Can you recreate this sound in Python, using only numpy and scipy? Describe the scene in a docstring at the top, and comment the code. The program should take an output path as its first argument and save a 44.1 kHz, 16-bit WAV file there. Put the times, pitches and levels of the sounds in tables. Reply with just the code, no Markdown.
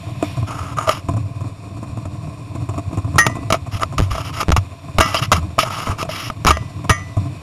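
"""A V8 off-roader drones along a rough track, heard in the cab by a camera in a hard housing.
Uneven firing gives the engine orders; the road booms, bumps make the trim chatter, stones patter
and wet tyres hiss. The housing knocks, rubs and squeaks against its support, a metal fitting
clanks four times, and the hardest blows thump and overload the microphone."""
import sys
import numpy as np
from scipy import signal
from scipy.fft import rfft, irfft
from scipy.io import wavfile
from scipy.ndimage import uniform_filter1d

SR = 44100
rng = np.random.default_rng(int(sys.argv[2]) if len(sys.argv) > 2 else 0)


def to_wav(sig):
    """Store sig (one row per channel, or 1-D mono) as 16-bit WAV at the path in sys.argv[1].

    Samples outside -1..1 are clipped; the rate is SR.
    """
    pcm = np.clip(np.atleast_2d(sig), -1, 1) * 32767
    pcm = np.round(pcm).astype(np.int16)
    wavfile.write(sys.argv[1], SR, pcm.T)  # frames by channels


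N = 327222

# larger bumps: start_s, chatter_db, boom_db
BUMPS = [(0.226, -10, -19), (0.369, -22, -17.5), (0.426, -27.5, -18), (1.085, -16, -14),
         (1.137, -24, -15.5), (1.166, -22, -16), (1.406, -24.5, -34), (1.768, -27, -32),
         (1.828, -22.5, -28), (1.973, -23.5, -27), (2.054, -23.5, -22), (2.27, -30, -21.5),
         (2.55, -23, -21), (2.622, -25.5, -18), (2.689, -19, -17.5), (2.737, -23.5, -35),
         (2.778, -16.5, -29), (2.928, -23.5, -22), (2.973, -16.5, -21), (3.045, -24, -17),
         (3.157, -19.5, -31), (3.294, -21, -31), (3.353, -21, -23), (3.663, -24.5, -37),
         (3.925, -21.5, -43), (5.427, -26.5, -13.5), (6.05, -23, -37), (6.843, -22, -31),
         (7.167, -20, -11.5), (7.255, -28, -19.5)]
# cab panel resonances: centre_hz, width_hz, lift_db
PANEL_MODES = [(679, 55, 18.5), (1040, 76, 15), (2468, 170, 9), (3590, 93, 8.5), (5580, 210, 13),
               (7010, 380, 12.5), (8900, 37, 10)]
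# trim chatter spectrum: freq_hz, gain_db
CHATTER_SPECTRUM = [(50, -27.5), (150, 8), (300, 12), (400, -2), (520, -5), (850, -8.5), (1250, -4),
                    (1600, -17.5), (2600, -18), (4000, -27), (6000, -28), (8500, -17), (12500, -29),
                    (15000, -40)]
# housing resonances: centre_hz, width_hz, lift_db
HOUSING_MODES = [(646, 26, 10.5), (1222, 246, 11), (1285, 79, 10), (2050, 90, -0.5), (2710, 270, -6.5),
                 (5180, 360, 0), (6860, 290, 13), (9170, 200, 14), (10580, 450, 5.5)]
# sharp slip spectrum: freq_hz, gain_db
RASP_SPECTRUM = [(200, -30), (1200, -12), (1900, 0.5), (2900, 3.5), (3900, -5), (5500, -1.5), (7800, -32),
                 (9500, -19), (11000, -14), (13000, -16.5), (14300, -39)]


def engine(cycles, shake_db, level_db=-2.0, flutter=0.5):
    """Uneven firing of the two banks gives a stack of orders, each wavering in strength."""
    # exhaust orders: cycle_multiple, level_db
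    orders = [(4, -12), (5, -1.5), (6, -3), (7, -10.5), (8, -7.5), (9, -18), (10, -13.5), (15, -17.5),
              (16, -18)]
    exhaust = np.zeros(N)
    for multiple, db in orders:
        strength = gain_of(db) * (1 + flutter * waver(15))
        exhaust += strength * np.sin(2 * np.pi * (multiple * cycles + rng.random()))
    return gain_of(level_db + shake_db) * unit_rms(exhaust)


def cab(cycles, shake_db, boom_db=-4.0, running_db=-42, follow=0.36, throb=0.2, cylinders=8):
    """The road booms in the cab; running noise throbs with the firings and swells with the shaking."""
    # cab boom: freq_hz, gain_db
    boom_spectrum = [(20, -21), (50, -27), (75, -9), (105, 0.5), (150, -7.5), (230, -24), (290, -9.5),
                     (390, -38), (800, -43.5), (3000, -102)]
    # gear and tyre noise: freq_hz, gain_db
    running_spectrum = [(200, 2), (400, -1.5), (520, -4), (800, -11), (1150, -5), (1450, -12.5),
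                        (2000, -14.5), (2600, -11), (3100, -22.5), (4300, -13), (6300, -29.5), (8300, -18),
                        (12500, -29), (14500, -71)]
    boom = gain_of(boom_db + shake_db) * colour(rng.standard_normal(N), boom_spectrum)
    firing = 1 + throb * np.cos(2 * np.pi * cylinders * cycles)
    swell = gain_of(running_db + follow * (shake_db - np.median(shake_db)) + 1.5 * waver(28))
    return boom + colour(swell * firing * rng.standard_normal(N), running_spectrum, PANEL_MODES)


def shaking_db(bump_db=-5.5, rise_s=0.0091, t60_s=0.42, ruts_db=2.45, ruts_hz=15):
    """Cab shake: the drone plus each bump's settling, rising and falling with the ruts."""
    # engine and road between bumps: time_s, level_db
    drone = [(0.0, -30), (0.64, -29), (2.71, -30), (3.16, -22.5), (3.59, -32), (3.89, -26), (4.71, -34),
             (5.29, -28.5), (6.2, -33.5), (6.45, -31), (6.7, -27.5), (7.42, -37)]
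    power = gain_of(curve(drone)) ** 2
    t, fall = decay(t60_s)
    for start_s, _, boom_db in BUMPS:
        shake = gain_of(boom_db + bump_db) * (1 - np.exp(-t / rise_s)) * fall
        add(power, start_s, shake ** 2)
    return 10 * np.log10(power) + ruts_db * waver(ruts_hz)


def jolts(trim_db=-1, trim_t60_s=0.079, corner_hz=6000, rattle_db=4.5, boom_db=3, boom_hz=114):
    """Each bump sets the cab booming, and loose trim chatters unevenly after it."""
    boom = np.zeros(N)
    for start_s, _, db in BUMPS:
        pitch_hz = boom_hz * np.exp(0.129 * rng.standard_normal())
        add(boom, start_s, damped_sine(db + boom_db, pitch_hz, t60_s=0.18, rise_s=0.0028))
    chatter = bursts([(start_s, db, trim_t60_s, corner_hz) for start_s, db, _ in BUMPS])
    chatter *= gain_of(rattle_db * np.tanh(waver(107)))
    return boom + gain_of(trim_db) * colour(chatter, CHATTER_SPECTRUM, PANEL_MODES)


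def knocks(bounce_db=3.0, clonk_hz=645.4, clack_hz=1258):
    """The hollow housing bounces on its support: flat blows clonk, edge blows clack."""
    # blows on the housing: start_s, level_db, t60_s, corner_hz, clonk_db, clack_db
    blows = [(0.7852, -12.5, 0.018, 2500, -24, -4.5), (0.878, -25, 0.016, 700, -5, -20),
             (0.8922, 3, 0.011, 2600, -2.5, 3), (3.1826, -2, 0.074, 8800, -20, 7),
             (3.2653, -0.5, 0.025, 3100, -10.5, -12), (3.5028, -6.5, 0.027, 3960, -7.5, -6),
             (3.524, -2, 0.038, 5500, -13, -20), (3.542, -10, 0.063, 1820, -4, -8),
             (3.797, -17.5, 0.012, 6000, -27, -24), (3.8326, -5.5, 0.014, 1770, -25, -6),
             (3.981, -17.5, 0.2, 6000, -32, -9.5), (4.151, -14.5, 0.049, 1500, -15, -29),
             (4.181, -18, 0.016, 2500, -17.5, -17), (4.430, -4, 0.013, 2000, -23, -29),
             (4.5186, -1.5, 0.036, 2200, -12, -3.5), (4.564, -6, 0.056, 3040, -11, -34),
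             (4.984, -5.5, 0.11, 2980, -10, -18), (4.999, -4, 0.033, 4055, -35, -26),
             (5.007, 0, 0.035, 4000, -30, 4), (5.1443, -3.5, 0.017, 2000, -7, -3.5),
             (5.3172, -0.5, 0.07, 4160, -5, -4), (5.327, -3, 0.032, 3200, -5, -3),
             (5.581, -10.5, 0.042, 700, -6, -27), (5.589, 5, 0.014, 2520, -25, 0.5),
             (5.632, -12, 0.025, 2030, -10, -14), (5.8695, -17, 0.29, 694, -26, -28),
             (6.0281, -10, 0.015, 2995, -12.5, -32), (6.0911, -11, 0.017, 700, -11.5, -16),
             (6.3, -8, 0.02, 805, -19, -14), (6.4489, -5.5, 0.017, 7000, -32, -24),
             (6.4642, -4.5, 0.15, 3600, -18, -15), (6.485, -7, 0.07, 4000, -18, -1),
             (6.506, -1, 0.04, 3500, -13, 4.5), (6.57, -11, 0.019, 1500, -24, -31),
             (6.8946, -1.5, 0.067, 4380, -13, -9)]
    # colour of a blow: freq_hz, gain_db
    blow_spectrum = [(40, 3.5), (200, 1.5), (480, -4), (900, -3), (1600, -8), (2400, -2.5), (3600, -8.5),
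                     (6000, -9), (7800, -23), (10000, -15.5), (13000, -16), (14300, -47), (16000, -38)]
    force = bursts(blows) * gain_of(bounce_db * np.tanh(waver(120)))
    body = np.zeros(N)
    for start_s, *_, clonk_db, clack_db in blows:
        detune = np.exp(0.022 * rng.standard_normal())
        add(body, start_s, damped_sine(clonk_db, clonk_hz * detune, t60_s=0.042, rise_s=0.0013))
        add(body, start_s, damped_sine(clack_db, clack_hz * detune, t60_s=0.022, rise_s=0.0007))
    return colour(force, blow_spectrum, HOUSING_MODES) + body


def thumps():
    """The support swings briefly after heavy blows."""
    # support swings: start_s, level_db, pitch_hz, t60_s
    swings = [(3.273, -15.5, 117.6, 0.23), (3.752, -9, 95, 0.062), (4.02, -5, 96, .22),
              (4.112, -12, 60, 0.19), (4.495, 3, 112, 0.022), (4.527, -1.5, 73, 0.12),
              (4.578, -3, 98.7, 0.12), (4.988, -4, 75.5, 0.13), (5.28, -15.5, 117, 0.23),
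              (5.338, -13.5, 81, 0.55), (5.379, -10.5, 155.2, 0.081), (5.895, -7, 80, 0.051),
              (6.492, -9, 74.8, 0.35), (6.903, 2.5, 98, 0.066)]
    out = np.zeros(N)
    for start_s, db, pitch_hz, t60_s in swings:
        add(out, start_s, damped_sine(db, pitch_hz, t60_s))
    return out


def fitting(buzz=0.25):
    """A loose metal fitting rings with a slight buzz; the strike point decides which modes speak."""
    # metal modes: pitch_hz, t60_s, strike1_db, strike2_db, strike3_db, strike4_db
    modes = [(1195, .32, -15, -16, -26, -19), (1340, .3, -26, -17, -33, -29),
             (1631, .14, -20, -20, -24, -26), (1881, .18, -2, -22, -23, -11.5),
             (1987, .55, -23, -23, -32, -23), (2220, .25, -29, -25, -42, -22.5),
             (2796, .37, -31, -23, -36, -37), (3074, .37, -39, -31, -37, -36),
             (3300, .2, -40, -33, -31, -32), (4936, .35, -38, -36, -40, -41),
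             (5217, .4, -38, -28, -44, -43), (5803, .22, -36, -28, -53, -32),
             (6025, .5, -39, -36, -43, -35), (6132, .21, -15.5, -36, -36, -23),
             (6821, .28, -33, -32, -43, -35), (9200, .22, -36, -43, -45, -37),
             (9866, .2, -21, -45, -41, -30)]
    # clanks, one per strike point: start_s
    strikes_s = [3.188, 5.008, 6.508, 6.898]
    ring = np.zeros(N)
    for pitch_hz, t60_s, *strikes_db in modes:
        t, fall = decay(t60_s)
        for start_s, db in zip(strikes_s, strikes_db):
            add(ring, start_s, gain_of(db) * fall * np.sin(2 * np.pi * (pitch_hz * t + rng.random())))
    return ring * (1 + buzz * waver(260))


def microphone_pops(sound, t60_s=0.013, rise_s=0.000052, deaf_s=0.0074, depth=0.87):
    """A pressure jump pins the microphone, deafens it for a moment and leaks away."""
    # pressure jumps: start_s, signed_height
    jumps = [(3.994, .7), (4.0025, -1.1), (4.012, .35), (4.484, .72), (4.492, -.9), (4.5045, -1.0),
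             (4.994, .7), (6.451, -.5), (6.459, .9)]
    pops, deaf = np.zeros((2, N))
    t, fall = decay(t60_s)
    for start_s, height in jumps:
        add(pops, start_s, height * fall * (1 - np.exp(-t / rise_s)))
        add(deaf, start_s, 1. * (t < deaf_s))
    pops = signal.sosfilt(signal.butter(8, 12500, fs=SR, output="sos"), pops)
    sensitivity = 1 - depth * uniform_filter1d(np.minimum(deaf, 1), size=40)
    return pops + sound * sensitivity


def rubbing(level_db=-1.0, catch_db=2.0, grain_db=2.5, ticks_per_s=110, tick_db=19):
    """Tiny slips and a few larger ticks excite the sliding housing; a dry catch adds a rasp."""
    # slides on the support: start_s, length_s, level_db, swell_db, sharp_share_db
    slides = [(0.464, 0.27, -30, -5.5, -11.5), (0.763, 0.094, -25.5, -3, -17),
              (0.863, 0.034, -25.5, 8, -11), (0.899, 0.097, -23, -16.5, -1.5), (3.712, 0.062, -39, 2, 2),
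              (3.803, 0.025, -22, 1, -16), (4.099, 0.13, -28.5, -7, -3.5), (4.239, 0.059, -34, -1.5, 1),
              (4.323, 0.06, -35, 3.5, -1), (4.386, 0.03, -26.5, 9, -5.5), (5.014, 0.14, -25, -5, -3),
              (5.136, 0.06, -23.5, -2.5, -3), (5.213, 0.04, -26, -7, 4), (5.332, 0.046, -22, -1, -5),
              (5.585, 0.054, -20, -8.5, 5), (5.646, 0.038, -27, 0, -10), (5.695, 0.17, -28, -3, -3),
              (5.857, 0.065, -31.5, 7.5, -11), (5.977, 0.038, -28, 4.5, -3.5),
              (6.084, 0.067, -40.5, 6.5, 7), (6.151, 0.135, -34.5, -1, 5.5)]
    # soft rubbing: freq_hz, gain_db
    scrape_spectrum = [(100, -0.5), (450, -1.5), (850, 1), (1300, 0), (1500, -2.5), (1900, -7), (2900, -11),
                       (4000, -28), (6500, -16.5), (7800, -22.5), (11000, -22), (14300, -44)]
    soft, sharp = np.zeros((2, N))
    for start_s, length_s, db, swell_db, sharp_db in slides:
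        pressure = slide_pressure(length_s, db, swell_db)
        add(soft, start_s, pressure)
        add(sharp, start_s, gain_of(sharp_db) * pressure)
    noise = rng.standard_normal((2, N))
    soft_slips, sharp_slips = unit_rms(noise * gain_of(catch_db * waver(71) + grain_db * waver(1460)))
    ticks = gain_of(tick_db) * (rng.random(N) < ticks_per_s / SR) * rng.standard_normal(N)
    scrape = colour(soft * (soft_slips + ticks), scrape_spectrum, HOUSING_MODES)
    rasp = colour(sharp * sharp_slips, RASP_SPECTRUM, HOUSING_MODES)
    return gain_of(level_db) * (scrape + rasp)


def squeak(start_s=5.161, length_s=0.011, level_db=-18):
    """One slide sticks and slips in two narrow tones."""
    # squeak tones: centre_hz, width_hz, lift_db
    tones = [(3143, 190, 27), (4950, 220, 29)]
    pressure = np.zeros(N)
    add(pressure, start_s, slide_pressure(length_s, level_db, swell_db=0))
    return colour(pressure * rng.standard_normal(N), RASP_SPECTRUM, tones)


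def slide_pressure(length_s, level_db, swell_db, attack_s=0.012, release_s=0.0089):
    """A slide takes hold, swells or eases steadily, and lets go."""
    t = np.arange(0, length_s + 10 * release_s, 1 / SR)
    grip = np.minimum(t / attack_s, 1) * np.exp(-np.maximum(t - length_s, 0) / release_s)
    return grip * gain_of(level_db + swell_db * np.minimum(t / length_s, 1))


def housing_ring(contacts, ring_db=-7, t60_s=0.024):
    """The housing's dense overtones ring briefly behind each contact."""
    t, fall = decay(t60_s)
    highpass = signal.butter(2, 1500, "high", fs=SR, output="sos")
    ring = signal.sosfilt(highpass, fall * rng.standard_normal(len(t)))
    return contacts + gain_of(ring_db) * signal.oaconvolve(contacts, ring / np.linalg.norm(ring))[:N]


def stones(shake_db, level_db=-1.0, hits_per_s=12, spread_db=3, t60_s=0.051, corner_hz=1200):
    """Small stones under the tyres knock dully through the panels."""
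    hits = np.flatnonzero(rng.random(N) < hits_per_s / SR)
    hits_db = level_db + shake_db[hits] + spread_db * np.tanh(rng.standard_normal(N))[hits]
    force = bursts([(hit / SR, db, t60_s, corner_hz) for hit, db in zip(hits, hits_db)])
    return colour(force, CHATTER_SPECTRUM, PANEL_MODES)


def spray():
    """The tyres hiss where the track is wet."""
    # wet tyre hiss: time_s, level_db
    hiss_levels = [(0, -43.5), (0.21, -44), (0.24, -34.5), (0.5, -47.5), (1.2, -55), (2.1, -53.5),
                   (3.1, -51.5), (4.7, -49.5), (7.42, -48)]
    # colour of the hiss: freq_hz, gain_db
    hiss_spectrum = [(900, -2), (2500, 3), (4300, -0.5), (6500, -16), (12000, -8.5), (14500, -41)]
    return gain_of(curve(hiss_levels)) * colour(rng.standard_normal(N), hiss_spectrum, PANEL_MODES)


def bursts(blows, rise_s=0.00014):
    """Each blow is a dying cluster of tiny contacts; a soft contact loses its treble."""
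    force = np.zeros(N)
    for start_s, db, t60_s, corner_hz, *_ in blows:
        t, fall = decay(t60_s)
        pole = np.exp(-2 * np.pi * corner_hz / SR)
        contacts = unit_rms(signal.lfilter([1], [1, -pole], rng.standard_normal(len(t))))
        strength = gain_of(db) * np.sqrt((1 - pole) / (1 + pole))
        add(force, start_s, strength * fall * (1 - np.exp(-t / rise_s)) * contacts)
    return force


def damped_sine(level_db, pitch_hz, t60_s, rise_s=0.0015):
    """One mode swings and settles."""
    t, fall = decay(t60_s)
    return gain_of(level_db) * (1 - np.exp(-t / rise_s)) * fall * np.sin(2 * np.pi * pitch_hz * t)


def colour(x, spectrum, modes=(), size=8192):
    """Minimum-phase filter of unit energy: a smooth spectrum lifted by resonances."""
    freq_hz = abs(np.fft.fftfreq(size, 1 / SR))
    points_hz, points_db = np.transpose(spectrum)
    smooth = gain_of(np.interp(np.log(freq_hz + 1), np.log(points_hz), points_db))
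    peaks = sum(gain_of(lift_db) ** 2 / (1 + (2 * (freq_hz - centre_hz) / width_hz) ** 2)
                for centre_hz, width_hz, lift_db in modes)
    log_gain = np.log(smooth * np.sqrt(1 + peaks))
    taps = np.fft.ifft(np.exp(np.conj(signal.hilbert(log_gain)))).real[:size // 2]
    return signal.oaconvolve(x, taps / np.linalg.norm(taps))[:N]


def waver(rate_hz):
    """Random drift of rms 1, up to about rate_hz."""
    lowpass = np.exp(-(np.fft.rfftfreq(N, 1 / SR) / rate_hz) ** 2)
    return unit_rms(irfft(rfft(rng.standard_normal(N)) * lowpass, N))


def decay(t60_s):
    """Times and envelope of a 60 dB fall."""
    t = np.arange(0, t60_s, 1 / SR)
    return t, np.exp(-np.log(1000) * t / t60_s)


def gain_of(db):
    return 10 ** (np.asarray(db) / 20)


def unit_rms(x):
    return x / np.sqrt(np.mean(x ** 2) + 1e-20)


def curve(points):
    return np.interp(np.arange(N) / SR, *np.transpose(points))


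def add(mix, start_s, sound):
    part = mix[round(start_s * SR):][:len(sound)]
    part += sound[:len(part)]


def scene():
    """Engine and cab, with the housing's own noises on top."""
    # four-stroke engine speed: time_s, cycle_hz
    speed = [(0, 19.4), (0.5, 18.1), (1.0, 18.4), (1.8, 19.8), (2.2, 19.4), (3.2, 17.4), (4.3, 16.9),
             (5.6, 19.7), (6.5, 21.1), (7.0, 18.8), (7.42, 20)]
    cycles = np.cumsum(curve(speed)) / SR
    shake_db = shaking_db()
    vehicle = engine(cycles, shake_db) + cab(cycles, shake_db) + spray() + jolts() + stones(shake_db)
    housing = housing_ring(knocks() + rubbing() + squeak())
    return microphone_pops(vehicle + housing + fitting())[None] + thumps()


def record(dry):
    """The input overloads on the hardest blows, with a rounded knee; then the band limit."""
    ceiling, knee, cutoff_hz = 0.73, 6, 16300
    clipped = dry / (1 + abs(dry / ceiling) ** knee) ** (1 / knee)
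    lowpass = signal.firwin(255, cutoff_hz, window=("kaiser", 9), fs=SR)
    return signal.oaconvolve(clipped, lowpass[None], "same")


dry = scene()
out = record(dry)
to_wav(out)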